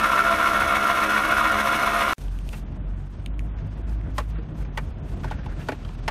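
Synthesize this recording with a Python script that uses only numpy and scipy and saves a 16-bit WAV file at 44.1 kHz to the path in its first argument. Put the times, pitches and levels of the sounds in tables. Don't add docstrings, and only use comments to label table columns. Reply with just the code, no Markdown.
import sys
import numpy as np
from scipy import signal
from scipy.fft import rfft, irfft, next_fast_len
from scipy.io import wavfile

SR = 44100
rng = np.random.default_rng(int(sys.argv[2]) if len(sys.argv) > 2 else 0)


def volts(x):
    e = np.asarray(x, float) / 20
    return 10 ** e


def output_pcm(signal):
    pcm = np.clip(np.atleast_2d(signal).T, -1, 1) * 32767
    wavfile.write(sys.argv[1], SR, np.round(pcm).astype(np.int16))


N = 269010

JACK_ENDS_S, CABIN_STARTS_S = 2.1333, 2.1811

# (time [s], shaft turns [Hz])
SHAFT_SPEED = [
    (0.0, 66.85),
    (0.37, 67.71),
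    (1.27, 68.54),
    (1.35, 69.02),
    (2.12, 68.63),
]
# (multiple of the shaft [-], level [dB])
SHAFT_ORDERS = [(1, -22), (2, -20), (3, -36), (4, -20), (5, -19.5), (6, -15.5), (7, -16.5), (8, -10),
                (9, -11), (10, -1), (11, -11), (12, -16), (13, -17.5), (14, -11), (15, -5.5), (16, -7.5),
                (17, -8), (18, -0.5), (19, -27), (20, 4), (21, 2), (22, -7), (23, -9.5), (24, -9),
                (25, -12), (26, -17.5), (27, -8), (28, -13.5), (29, -28), (30, -13)]
# (time [s], seating [dB])
SEATING = [
    (0, -6.5),
    (.18, -3),
    (.26, 3.5),
    (.6, 1),
    (.92, 0),
    (1.14, -11),
    (1.28, -5),
    (1.38, -3),
    (2.02, 1.5),
    (2.13, -9),
]
# (time [s], peak [dB])
SLAPS = [(0.0463, -18), (0.0917, -19), (0.1171, -26.5), (0.1431, -11), (0.1775, -14), (0.194, -11),
         (0.2433, -16), (0.2683, -15), (0.2867, -10), (0.3282, -21), (0.383, -18), (0.4025, -15),
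         (0.4299, -8), (0.4564, -14), (0.5132, -10), (0.5477, -13), (0.5661, -19), (0.6055, -16),
         (0.6559, -19), (0.6779, -24), (0.7078, -24), (0.7357, -29), (0.7672, -26), (0.7991, -25),
         (0.8255, -23), (0.846, -10), (0.8844, -25), (0.9148, -28), (0.9464, -18), (0.9906, -15),
         (1.0196, -23), (1.0939, -17), (1.1049, -16), (1.1338, -13), (1.1618, -16), (1.2334, -12),
         (1.2984, -15), (1.3229, -11), (1.3698, -3), (1.4137, -20), (1.4431, -22), (1.4676, -17),
         (1.5012, -5.5), (1.5878, -19), (1.6516, -19), (1.6886, -8), (1.718, -22), (1.7639, -21),
         (1.7876, -20), (1.8297, -7), (1.8642, -24), (1.8901, -18), (1.9325, -17), (1.9644, -14),
         (2.0203, -21), (2.0466, -16), (2.0662, -12), (2.1051, -14)]
# (time [s], peak [dB])
GROANS = [(0.0453, -25), (0.1206, -12), (0.2593, -18), (0.3172, -29), (0.4, -14), (0.4903, -34),
          (0.5645, -29), (0.7098, -3), (0.8565, -14), (0.9582, -26), (1.0221, -49), (1.0655, -30),
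          (1.1293, -18), (1.1932, -17), (1.2471, -29), (1.3673, -15), (1.4102, -1), (1.5442, -20),
          (1.686, -22), (1.8307, -12), (1.9215, -11), (1.9637, -15), (2.0642, -16), (2.1066, -36)]
# (time [s], peak above 2 kHz [dB])
RIB_RATTLES = [(0.0373, -12), (0.0827, -23), (0.1256, -18), (0.1725, -9), (0.2518, -22), (0.3222, -33),
               (0.4025, -20), (0.4539, -14), (0.5422, -21), (0.608, -22), (0.6454, -27), (0.6923, -38),
               (0.7547, -18), (0.8066, -33), (0.8954, -13), (0.9712, -33), (1.0201, -20), (1.0924, -25),
               (1.1278, -21), (1.1573, -13), (1.2336, -22), (1.3024, -23), (1.3703, -11), (1.4431, -13),
               (1.513, -25), (1.5838, -25), (1.6661, -14), (1.727, -17.5), (1.7848, -18.5), (1.8721, -20),
               (1.9355, -23), (1.9779, -23), (2.0163, -18.5), (2.0892, -24.5)]
# (pitch [Hz], width [Hz], level [dB])
CASE_RINGS = [(1384, 71, 3.5), (1982, 21, -2.5), (2190, 92, -3), (2590, 94, -9.5), (2869, 19, -4.5),
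              (3443, 76, -13.5), (3780, 420, -23.5)]
# (frequency [Hz], density [dB per Hz])
CASE_NOISE = [(18, -27), (30, -12), (157, -22), (215, -8.5), (371, -26), (614, -16), (682, -11.5),
              (824, -22.5), (1020, -0.5), (1390, -7.5), (1750, -59), (2210, -11.5), (4500, -31),
              (5850, -69), (9900, -120)]
# (frequency [Hz], density [dB per Hz])
BRUSH_GRIND = [(2060, -1), (3500, 0), (3680, -3.5), (4840, -9.5), (5390, -5), (6660, -8.5), (7500, -15.5),
               (8550, -8.5), (9450, -12.5), (11500, -8), (12400, -14.5), (13600, -13), (15600, -28)]
GEAR_RATIO = 9.6
WHINE_DB, GRIND_DB = -21, -35
RING_PER_SEATING, RING_FADE_DB_PER_S = -0.19, 2.5
MESH_FLUTTER = 0.26
SURGE_RISE_S, SURGE_REST_DB, RIB_REST_DB = 0.0074, -17.5, -19.5
SLAP_SHARE, GROAN_SHARE, RIB_SHARE = 0.73, 0.65, 0.41
MAIN_RING_STEADY, RIB_RING_STEADY = 0.84, 0.47

# (time [s], firing rate [Hz], boom [dB])
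ENGINE = [(2.18, 44.1, -48), (2.26, 45.36, -26.5), (2.75, 44.9, -35.5), (2.87, 45.65, -27.5),
          (3.17, 47.6, -37), (3.29, 50.14, -29.5), (3.76, 51.2, -31), (3.94, 52.35, -25),
          (4.08, 51.97, -29.5), (4.37, 52.1, -28.5), (4.62, 51.5, -24.5), (4.74, 46.43, -30.5),
          (5.0, 45.24, -36), (5.31, 44.73, -32), (5.52, 44.74, -30), (5.68, 42.4, -41), (6.1, 41.3, -30.5)]
# (multiple of the firing rate [-], level [dB])
FIRING_ORDERS = [(2, -7.5), (3, -11), (4, -19.5), (5, -20), (6, -23.5)]
# (time [s], level change [dB])
RUTS = [
    (4.47, -32),
    (4.57, -13),
    (4.68, -10),
    (4.889, -4),
    (5.029, -11),
    (5.46, -27),
]
RUT_S = 0.029

# (time [s], crack [dB], body [dB], main ring [Hz], upper ring [Hz])
KNOCKS = [(2.5303, -33, -43, 754, 2050), (3.5862, -43, -49, 559, 1400), (3.892, -71, -41, 611, 1417),
          (4.1805, -46, -16, 1096, 1920), (4.191, -33, -39, 960, 1490), (4.2, -29, -37, 563.5, 1580),
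          (4.586, -51, -47, 678, 1395), (4.611, -44, -58, 1021, 1410), (4.649, -43, -45, 550, 1350),
          (4.774, -23.5, -27, 810, 1910), (4.783, -26, -39, 596, 1500), (5.242, -44, -26.5, 750, 1249),
          (5.3086, -47, -25, 810, 1920), (5.459, -67, -33, 863, 2485), (5.6862, -19.5, -20, 605, 1460),
          (5.719, -29, -29.5, 600, 1500), (5.848, -38.5, -40.5, 1080, 3140),
          (5.889, -45, -42.5, 1000, 2250), (6.0787, -18.5, -19, 876, 1970)]
# (time [s], crack [dB], upper ring [Hz])
RATTLES = [(2.541, -34.5, 2650), (2.546, -46, 1900), (2.564, -44, 1680), (2.58, -50, 1370),
           (4.358, -40, 1390), (4.384, -39.5, 1431), (5.11, -60, 2070), (5.2349, -31, 1306),
           (5.303, -37, 3050), (5.317, -28, 1540), (6.084, -20, 1210), (5.389, -37.5, 1560),
           (5.437, -42, 1650), (5.524, -43, 1490), (5.6155, -35, 2790), (5.802, -49, 2110),
           (5.862, -58, 1356), (5.989, -44.5, 1496)]
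# (pitch [Hz], level [dB], time to fall 60 dB [s])
TRIM_RINGS = [(300, -32, 0.069), (466, -29, 0.047), (616, 31.5, 0.075), (840, 33, 0.066), (1070, -8, 0.15),
              (1500, -12, 0.075), (1605, -31, 0.06), (1948, -40, 0.06), (2430, -56, 0.059)]
# (frequency [Hz], density [dB per Hz])
CRACK = [(1290, 9), (2200, 5.5), (2770, 2), (4670, -34), (5030, -48), (6590, -35), (15600, -47)]
# (time [s], level [dB], pitch [Hz])
THUDS = [
    (3.79, -39, 334),
    (4.077, -32.5, 261),
    (4.183, -37, 227),
    (4.383, -32.5, 321),
    (4.773, -51, 345.4),
    (5.692, -25.5, 259),
    (5.722, -31.5, 282),
    (6.08, -36, 266),
]
# (time [s], level [dB], treble above body [dB], body pitch [Hz])
TICKS = [(2.182, -34, 4, 1710), (2.2386, -43, 9, 2580), (2.2825, -34, -10, 3100), (2.318, -45, -8, 1630),
         (2.389, -27, -5, 2500), (2.4905, -21.5, -4, 2840), (2.7497, -41, -20, 2180),
         (3.0579, -56, -23, 1650), (3.2615, -18, -5, 2550), (3.3933, -20.5, -12, 2452),
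         (3.515, -44, -18, 1700), (3.729, -55, -18, 1740), (4.0129, -34, -9, 1870),
         (4.7772, -12, -36, 1400), (4.18, -21, -18, 2000), (5.434, -31, -23, 1750), (5.465, -36, -20, 2780),
         (5.617, -42, -18, 2900), (5.85, -43, -18, 3200), (5.891, -32, -10, 2400), (6.085, -17, -22, 1304),
         (5.7227, -22, -15, 1600)]
# (pitch [Hz], width [Hz], level [dB])
TICK_RINGS = [(4300, 1600, 8.5), (6320, 1100, 9), (8900, 2000, 13.5), (11330, 2100, -3)]
RATTLE_BODY_DB, RATTLE_RING_HZ, RATTLE_CRACK = -25, 720, 0.55
KNOCK_SCRAPE_S, RATTLE_SCRAPE_S = 0.003, 0.0063

# (time [s], rumble [dB])
ROAD = [(2.18, -39), (2.3, -43), (2.8, -38), (3.02, -42.5), (3.12, -47.5), (3.18, -41.5), (3.46, -41),
        (3.55, -37), (3.95, -40.5), (4.1, -35.5), (4.17, -43), (4.58, -36), (4.85, -39.5), (5.18, -33.5),
        (5.3, -35), (5.87, -38.5), (5.93, -42), (6.1, -38)]
# (frequency [Hz], density [dB per Hz])
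RUMBLE = [(24, -40), (40, -7.5), (69, -3), (97, -8.5), (155, -10), (216, -18.5), (325, -21), (460, -31.5),
          (700, -28.5), (910, -55), (1540, -120)]
# (frequency [Hz], density [dB per Hz])
BUZZ = [(210, -1), (350, -6), (600, -11.5), (801, -10), (849, -11), (1000, -10.5), (3500, -26.5),
        (4550, -50), (7700, -120)]
# (middle [s], strength over rest [dB], width [s])
HAND = [(2.2, 13, 0.048), (2.31, 8.5, 0.055), (2.44, 8.5, 0.071), (2.53, 12, 0.042), (2.585, 12, 0.03),
        (2.96, -2, 0.019), (3.18, 5.5, 0.046), (3.4, -2, 0.22), (3.59, 6.5, 0.036), (3.71, 5, 0.045),
        (3.91, 7, 0.048), (4.19, 11.5, 0.054), (4.3, 9, 0.019), (4.38, 8, 0.043), (4.6, 7.5, 0.061),
        (4.83, 5.5, 0.12), (5.1, 6.5, 0.064), (5.23, 9.5, 0.081), (5.36, 8.5, 0.12), (5.46, 3.5, 0.049),
        (5.55, 1, 0.035), (5.66, 13.5, 0.16), (5.85, 5, 0.071), (5.94, 5, 0.069), (6.09, 12, 0.11)]
# (frequency [Hz], density [dB per Hz])
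RUSTLE = [(1180, -4.5), (2000, -8), (2530, 3), (2810, -1), (3850, -1.5), (6500, -5), (8450, -42),
          (14300, -120)]
# (frequency [Hz], density [dB per Hz])
FIZZ = [(3820, -40), (6500, -2), (8870, 0.5), (10600, -4.5), (12300, -1.5), (15600, -10.5)]
# (middle [s], strength over rest [dB], width [s])
CREAKS = [(2.33, 7, 0.082), (2.95, 9, 0.05), (3.17, 4, .05), (3.6, 7, .07), (3.9, 9.5, 0.081),
          (4.07, 15, 0.045), (4.37, 15, 0.027), (4.64, 7, 0.032), (5.16, 9, 0.035), (5.27, 19.5, 0.035),
          (5.38, 15, 0.075), (5.5, 15, 0.035), (5.53, 10, 0.014), (5.6, 17, 0.042), (5.8, 8, 0.032),
          (6.0, 2, .03)]
BUZZ_DB, BUZZ_PER_RUMBLE, BUZZ_PER_HAND = -48, 0.51, 0.079
RUSTLE_REST_DB, FIZZ_REST_DB, FIZZ_PER_HAND, FIZZ_FLOOR_DB = -68.5, -81, 1.28, -78
CREAK_HZ, CREAK_WIDTH_HZ, CREAK_REST_DB = 1480, 430, -68

# (pitch [Hz], width [Hz], level [dB])
FRAME_HUM = [(45.5, 5, -46), (209.2, 9.6, -41), (316, 26, -41.5)]
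HUM_STEADY = 1.9
# (time [s], swell or lull [dB], width [s])
GUSTS = [
    (0.13, -6, 0.078),
    (1.44, 7, .12),
    (2.6, 6, 0.068),
    (0.86, -3, .03),
    (1.1, -8, 0.0298),
]
# (time [s], level [dB], pitch [Hz])
PUFFS = [
    (.655, -32, 72),
    (.64, -38, 110),
    (1.545, -33, 85),
]
BREEZE_DB, PUFF_S = -43.5, 0.042

CABIN_T60_S, CABIN_DB = 0.07, -11
SHADE_S, SHADE_LASTS_S, SHADOW_DB, SHADOW_HZ = 5.11, 0.11, -6.5, 5670
# (frequency [Hz], side minus middle [dB])
JACK_SIDE = [(60, -34), (180, -38), (550, -42.5), (1650, -38.5), (4970, -12.5), (15000, -22.5)]
# (frequency [Hz], side minus middle [dB])
CABIN_SIDE = [(60, -89), (180, -48), (550, -31.5), (1650, -28.5), (4970, -30), (15000, -33)]
# (frequency [Hz], threshold [dB])
KEPT_ABOVE = [(2500, -114), (4000, -99), (7000, -96), (11000, -94.5), (15000, -95)]
# (middle [s], change [dB], width [s])
THRESHOLD_SHIFTS = [(2.3, 4, .05), (2.65, 8, .015), (2.81, 6, .04), (3.05, -3, .09), (3.325, 14, .04),
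                    (3.43, -7, .04), (3.54, 14, .045), (3.69, 8, .015), (3.77, 7, .015), (3.8, -6, .015),
                    (3.845, 12, .02), (3.93, -7, .03), (3.975, 10, .012), (4.26, -6, .04), (4.37, 14, .05),
                    (4.68, 10, .045), (4.84, -5, .04), (4.96, 6, .025), (5.4, 6, .03), (5.62, -6, .03),
                    (6.03, 7, .025)]
EDGE_HZ = 15750


def evened(x):
    return x / np.sqrt(np.mean(x ** 2) + 1e-20)


def peaked(x):
    return x / abs(x).max()


def read(points, hz):
    f, value = np.transpose(points)
    return np.interp(np.log(hz + 1), np.log(f + 1), value)


def curves(rows, t):
    s, *columns = np.transpose(rows)
    return [np.interp(t, s, c) for c in columns]


def swells(rows, t):
    return sum(db * np.exp(-((t - s) / width) ** 2) for s, db, width in rows)


def add(mix, s, sound):
    part = mix[round(s * SR):][:len(sound)]
    part += sound[:len(part)]


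def colour(x, points):
    size = next_fast_len(len(x))
    gain = volts(read(points, np.fft.rfftfreq(size, 1 / SR)))
    return irfft(rfft(x, size) * gain, size)[:len(x)]


def noise(t, points):
    return evened(colour(rng.standard_normal(len(t)), points))


def resonate(x, hz, width):
    r = np.exp(-np.pi * width / SR)
    return signal.lfilter([1 - r, 0, r - 1], [1, -2 * r * np.cos(2 * np.pi * hz / SR), r * r], x)


def wander(t, hz):
    steps = rng.standard_normal(int((t[-1] - t[0]) * 400) + 800)
    smooth = signal.filtfilt(*signal.butter(2, min(hz, 150), fs=400), steps)[400:-200]
    return np.interp((t - t[0]) * 400, np.arange(len(smooth)), evened(smooth))


def jack(t):
    shaft_hz = curves(SHAFT_SPEED, t)[0]
    turns = np.cumsum(shaft_hz * (1 + 0.002185 * wander(t, 8.95))) / SR
    wheel = 2 * np.pi * turns / GEAR_RATIO
    bind = np.cos(2 * wheel + 1.8) + 0.7 * np.cos(wheel - 1.4)
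    seating_db = curves(SEATING, t)[0]
    ring_db = RING_PER_SEATING * seating_db - RING_FADE_DB_PER_S * (t - t.mean())
    ring_db += SLAP_SHARE * surges(SLAPS, t)
    rib_db = RIB_SHARE * surges(RIB_RATTLES, t, RIB_REST_DB)
    groan_db = GROAN_SHARE * surges(GROANS, t)

    orders = shaft_tones(t, turns, wheel, bind, seating_db, ring_db, rib_db, groan_db)
    load = 1 + 0.38 * np.cos(2 * np.pi * turns) + 0.25 * np.cos(8 * np.pi * turns)
    teeth = load * volts(2.4 * bind) * rng.standard_normal(len(t))
    case = gear_case(teeth, wheel, ring_db, rib_db)
    dull = colour(teeth * volts(0.21 * groan_db), CASE_NOISE)
    whine = volts(-1.5) * evened(orders) + volts(-9) * evened(case) + volts(-6) * evened(dull)
    brush_db = 0.17 * rib_db + bind + 0.99 * np.cos(4 * np.pi * turns) + 1.45 * wander(t, 52)
    return volts(WHINE_DB) * whine + volts(GRIND_DB + brush_db) * noise(t, BRUSH_GRIND)


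def shaft_tones(t, turns, wheel, bind, seating_db, ring_db, rib_db, groan_db):
    lash = 0.029 * wander(t, 22) + 0.036 * np.sin(2 * wheel)
    orders = np.zeros(len(t))
    for k, db in SHAFT_ORDERS:
        slip = 0.022 * k * wander(t, 25) + k * lash
        depth_db = (2.8 + 0.038 * k) * (MESH_FLUTTER if 13 < k < 22 else 1)
        flutter_db = depth_db * wander(t, 21.5) + 0.07 * bind * k
        if k == 10:
            flutter_db += seating_db
        if 13 < k < 19:
            flutter_db += groan_db
        if 18 < k < 23:
            flutter_db += ring_db
        if k > 22:
            flutter_db += rib_db
        phase = 2 * np.pi * (k * turns + 0.56 * rng.random()) + slip
        orders += volts(db + flutter_db) * np.cos(phase)
    return orders


def gear_case(teeth, wheel, ring_db, rib_db):
    case = np.zeros(len(teeth))
    for hz, width, db in CASE_RINGS:
        change_db = ring_db if hz < 1500 else rib_db + 1.4 * np.cos(wheel / 2 + hz)
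        case += volts(db + change_db) * case_ring(teeth, hz, width)
    return case


def case_ring(teeth, hz, width):
    ring = resonate(resonate(teeth, hz, width), hz, 6 * width)
    size = abs(signal.hilbert(ring, next_fast_len(len(ring)))[:len(ring)])
    steady = MAIN_RING_STEADY if hz < 1500 else RIB_RING_STEADY
    return ring * (size.mean() / (size + 0.2 * size.mean())) ** steady


def surges(rows, t, rest_db=SURGE_REST_DB):
    level = volts(rest_db)
    for s, db in rows:
        age = np.maximum(t - s + SURGE_RISE_S / 2, 0) / SURGE_RISE_S
        level = level + volts(db) * age * np.exp(1 - age)
    return 20 * np.log10(evened(level))


def engine(t):
    firing_hz, boom_db = curves(ENGINE, t)
    phase = 2 * np.pi * np.cumsum(firing_hz * (1 + 0.0088 * wander(t, 10.5))) / SR
    rut_db = swells([(s, db, RUT_S) for s, db in RUTS], t)
    boom = volts(boom_db + rut_db) * np.sin(phase)
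    for k, db in FIRING_ORDERS:
        level = volts(db - 35.5 + 4.3 * wander(t, 8))
        boom += level * np.sin(k * phase + 2 * np.pi * rng.random())
    return np.sqrt(2) * boom


def cabin_hits():
    knocks, ticks = np.zeros(N), np.zeros(N)
    for s, *row in KNOCKS:
        add(knocks, s, knock(*row, KNOCK_SCRAPE_S))
    for s, db, upper_hz in RATTLES:
        body_db = db + RATTLE_BODY_DB
        add(knocks, s, knock(db, body_db, RATTLE_RING_HZ, upper_hz, RATTLE_SCRAPE_S, RATTLE_CRACK))
    for s, *row in THUDS:
        add(knocks, s, thud(*row))
    for s, *row in TICKS:
        add(ticks, s, tick(*row))
    return cabin_echo(knocks + 0.21 * ticks) + 0.22 * ticks


def knock(crack_db, body_db, ring_hz, upper_hz, length, crack_share=1):
    t = np.arange(int(0.12 * SR)) / SR
    chance = rng.standard_normal((2, len(t)))
    scrape = chance[0] * (t / length) * np.exp(-t / length)
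    panel = sum(volts(db) * peaked(resonate(scrape, hz, 2.2 / t60)) for hz, db, t60 in TRIM_RINGS)
    spot = peaked(resonate(scrape, ring_hz, 190))
    body = volts(body_db + 3.5) * peaked(spot + 0.35 * peaked(panel))
    upper = peaked(resonate(chance[0] * np.exp(-t / length), upper_hz, 260))
    crack = colour(chance[1], CRACK) * np.exp(-t / (2.8 * length)) * np.minimum(t / 0.0055, 1)
    return body + volts(crack_db - 0.5) * (crack_share * peaked(crack) + 0.93 * upper)


def thud(db, hz):
    t = np.arange(int(0.1 * SR)) / SR
    swell = t / 0.01 * np.exp(1 - t / 0.0074)
    overtone = 0.5 * np.sin(2 * np.pi * 1.447 * hz * t + 1)
    return volts(db) * swell * (np.sin(2 * np.pi * hz * t) + overtone)


def tick(db, treble_db, body_hz):
    t = np.arange(int(0.02 * SR)) / SR
    snap = (t == 0) + 0.17 * rng.standard_normal(len(t)) * np.exp(-t / 0.00074)
    body = resonate(resonate(snap, body_hz, 630), body_hz, 2100)
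    body += 2.1 * resonate(resonate(snap, 0.96 * body_hz, 700), body_hz, 2500)
    edge = sum(volts(g) * peaked(resonate(resonate(snap, hz, w), hz, 2 * w)) for hz, w, g in TICK_RINGS)
    low = 0.28 * peaked(resonate(snap, 800, 450))
    return volts(db) * (peaked(body) + volts(treble_db) * peaked(edge) + low)


def road(t, hand_db, grain_db):
    rumble_db = curves(ROAD, t)[0]
    buzz_db = BUZZ_DB + BUZZ_PER_RUMBLE * (rumble_db - rumble_db.mean()) + BUZZ_PER_HAND * hand_db
    rumble = volts(rumble_db + 3 + 2 * wander(t, 18)) * noise(t, RUMBLE)
    return rumble + volts(buzz_db + grain_db) * noise(t, BUZZ)


def cloth_and_hand(t, hand_db, grain_db):
    rustle_db = RUSTLE_REST_DB + hand_db + 1.34 * grain_db + 0.43 * wander(t, 32)
    fizz_db = np.maximum(FIZZ_REST_DB + FIZZ_PER_HAND * hand_db, FIZZ_FLOOR_DB)
    return volts(rustle_db) * noise(t, RUSTLE) + volts(fizz_db + 7 + 1.1 * grain_db) * noise(t, FIZZ)


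def seat_creak(t, grain_db):
    rub = resonate(rng.standard_normal(len(t)), CREAK_HZ, CREAK_WIDTH_HZ)
    rub = resonate(rub, CREAK_HZ, 2 * CREAK_WIDTH_HZ)
    return volts(CREAK_REST_DB + swells(CREAKS, t) + 1.8 * grain_db) * evened(rub)


def frame_hum(t):
    hum = np.zeros(len(t))
    for hz, width, db in FRAME_HUM:
        ring = resonate(resonate(rng.standard_normal(len(t)), hz, width), hz, width)
        hum += volts(db) * evened(evened(ring) + HUM_STEADY * np.sin(2 * np.pi * hz * t))
    return hum


def breeze(t):
    air = noise(t, [(30, -73), (42, -4.5), (110, -17.5), (200, -56), (600, -71)])
    air = volts(BREEZE_DB + swells(GUSTS, t)) * air
    for s, db, hz in PUFFS:
        air += volts(db) * np.exp(-((t - s) / PUFF_S) ** 2) * np.sin(2 * np.pi * hz * (t - s))
    return air


def cabin_echo(x):
    t = np.arange(int(0.2 * SR)) / SR
    tail = rng.standard_normal(len(t)) * volts(-60 * t / CABIN_T60_S) * (t > 0.002)
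    return x + volts(CABIN_DB) * signal.fftconvolve(x, tail / np.linalg.norm(tail))[:len(x)]


def shade(x, t):
    treble = signal.filtfilt(*signal.butter(2, SHADOW_HZ, "high", fs=SR), x)
    sunk = np.clip((t - SHADE_S) / SHADE_LASTS_S, 0, 1)
    return x - (1 - volts(SHADOW_DB * sunk)) * treble


def widen(mid, side_points):
    side = colour(mid * wander(np.arange(len(mid)) / SR, 40), side_points)
    return np.array([mid + side, mid - side])


def scene():
    t = np.arange(N) / SR
    first, second = t < JACK_ENDS_S, t >= CABIN_STARTS_S
    out = np.zeros((2, N))
    outdoors = t[first]
    out[:, first] = widen(jack(outdoors) + frame_hum(outdoors) + breeze(outdoors), JACK_SIDE)

    inside = t[second]
    hand_db, grain_db = swells(HAND, inside), 1.28 * wander(inside, 43)
    shaded = cabin_hits()[second] + road(inside, hand_db, grain_db)
    shaded += cloth_and_hand(inside, hand_db, grain_db) + seat_creak(inside, grain_db)
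    out[:, second] = widen(engine(inside) + shade(shaded, inside), CABIN_SIDE)
    return out


def drop_weak_bands(x):
    hz, t, z = signal.stft(x, SR, "cosine", nperseg=2048)
    power = (abs(z) ** 2).mean(0)
    band = np.repeat(power[:-1].reshape(64, 16, -1).mean(1), 16, axis=0)
    shift_db = swells(THRESHOLD_SHIFTS, t) + 2.5 * rng.standard_normal(len(t))
    limit = volts(read(KEPT_ABOVE, hz[:-1])[:, None] + shift_db) ** 2
    keep = (band > limit) | (power[:-1] > 2.1 * limit)
    return signal.istft(z * np.vstack([keep, keep[:1]]), SR, "cosine", nperseg=2048)[1][:, :N]


def band_limit(x):
    return signal.sosfilt(signal.butter(12, 15730, fs=SR, output="sos"), x)


def record(dry):
    t = np.arange(N) / SR
    hiss_db = np.interp(t, [2.133, 2.148, 2.158, 2.17, 2.181], [-54, -60, -82, -69, -64],
                        left=-120, right=-120)
    hiss = volts(hiss_db) * noise(t, [(100, -28), (3000, -29), (15000, -35)])
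    heard = drop_weak_bands(0.55 * np.tanh(dry / 0.54)) + hiss
    low_pass = signal.firwin(511, EDGE_HZ, window=("kaiser", 9), fs=SR)
    return band_limit(signal.oaconvolve(heard, low_pass[None], "same"))


dry = scene()
out = record(dry)
output_pcm(out)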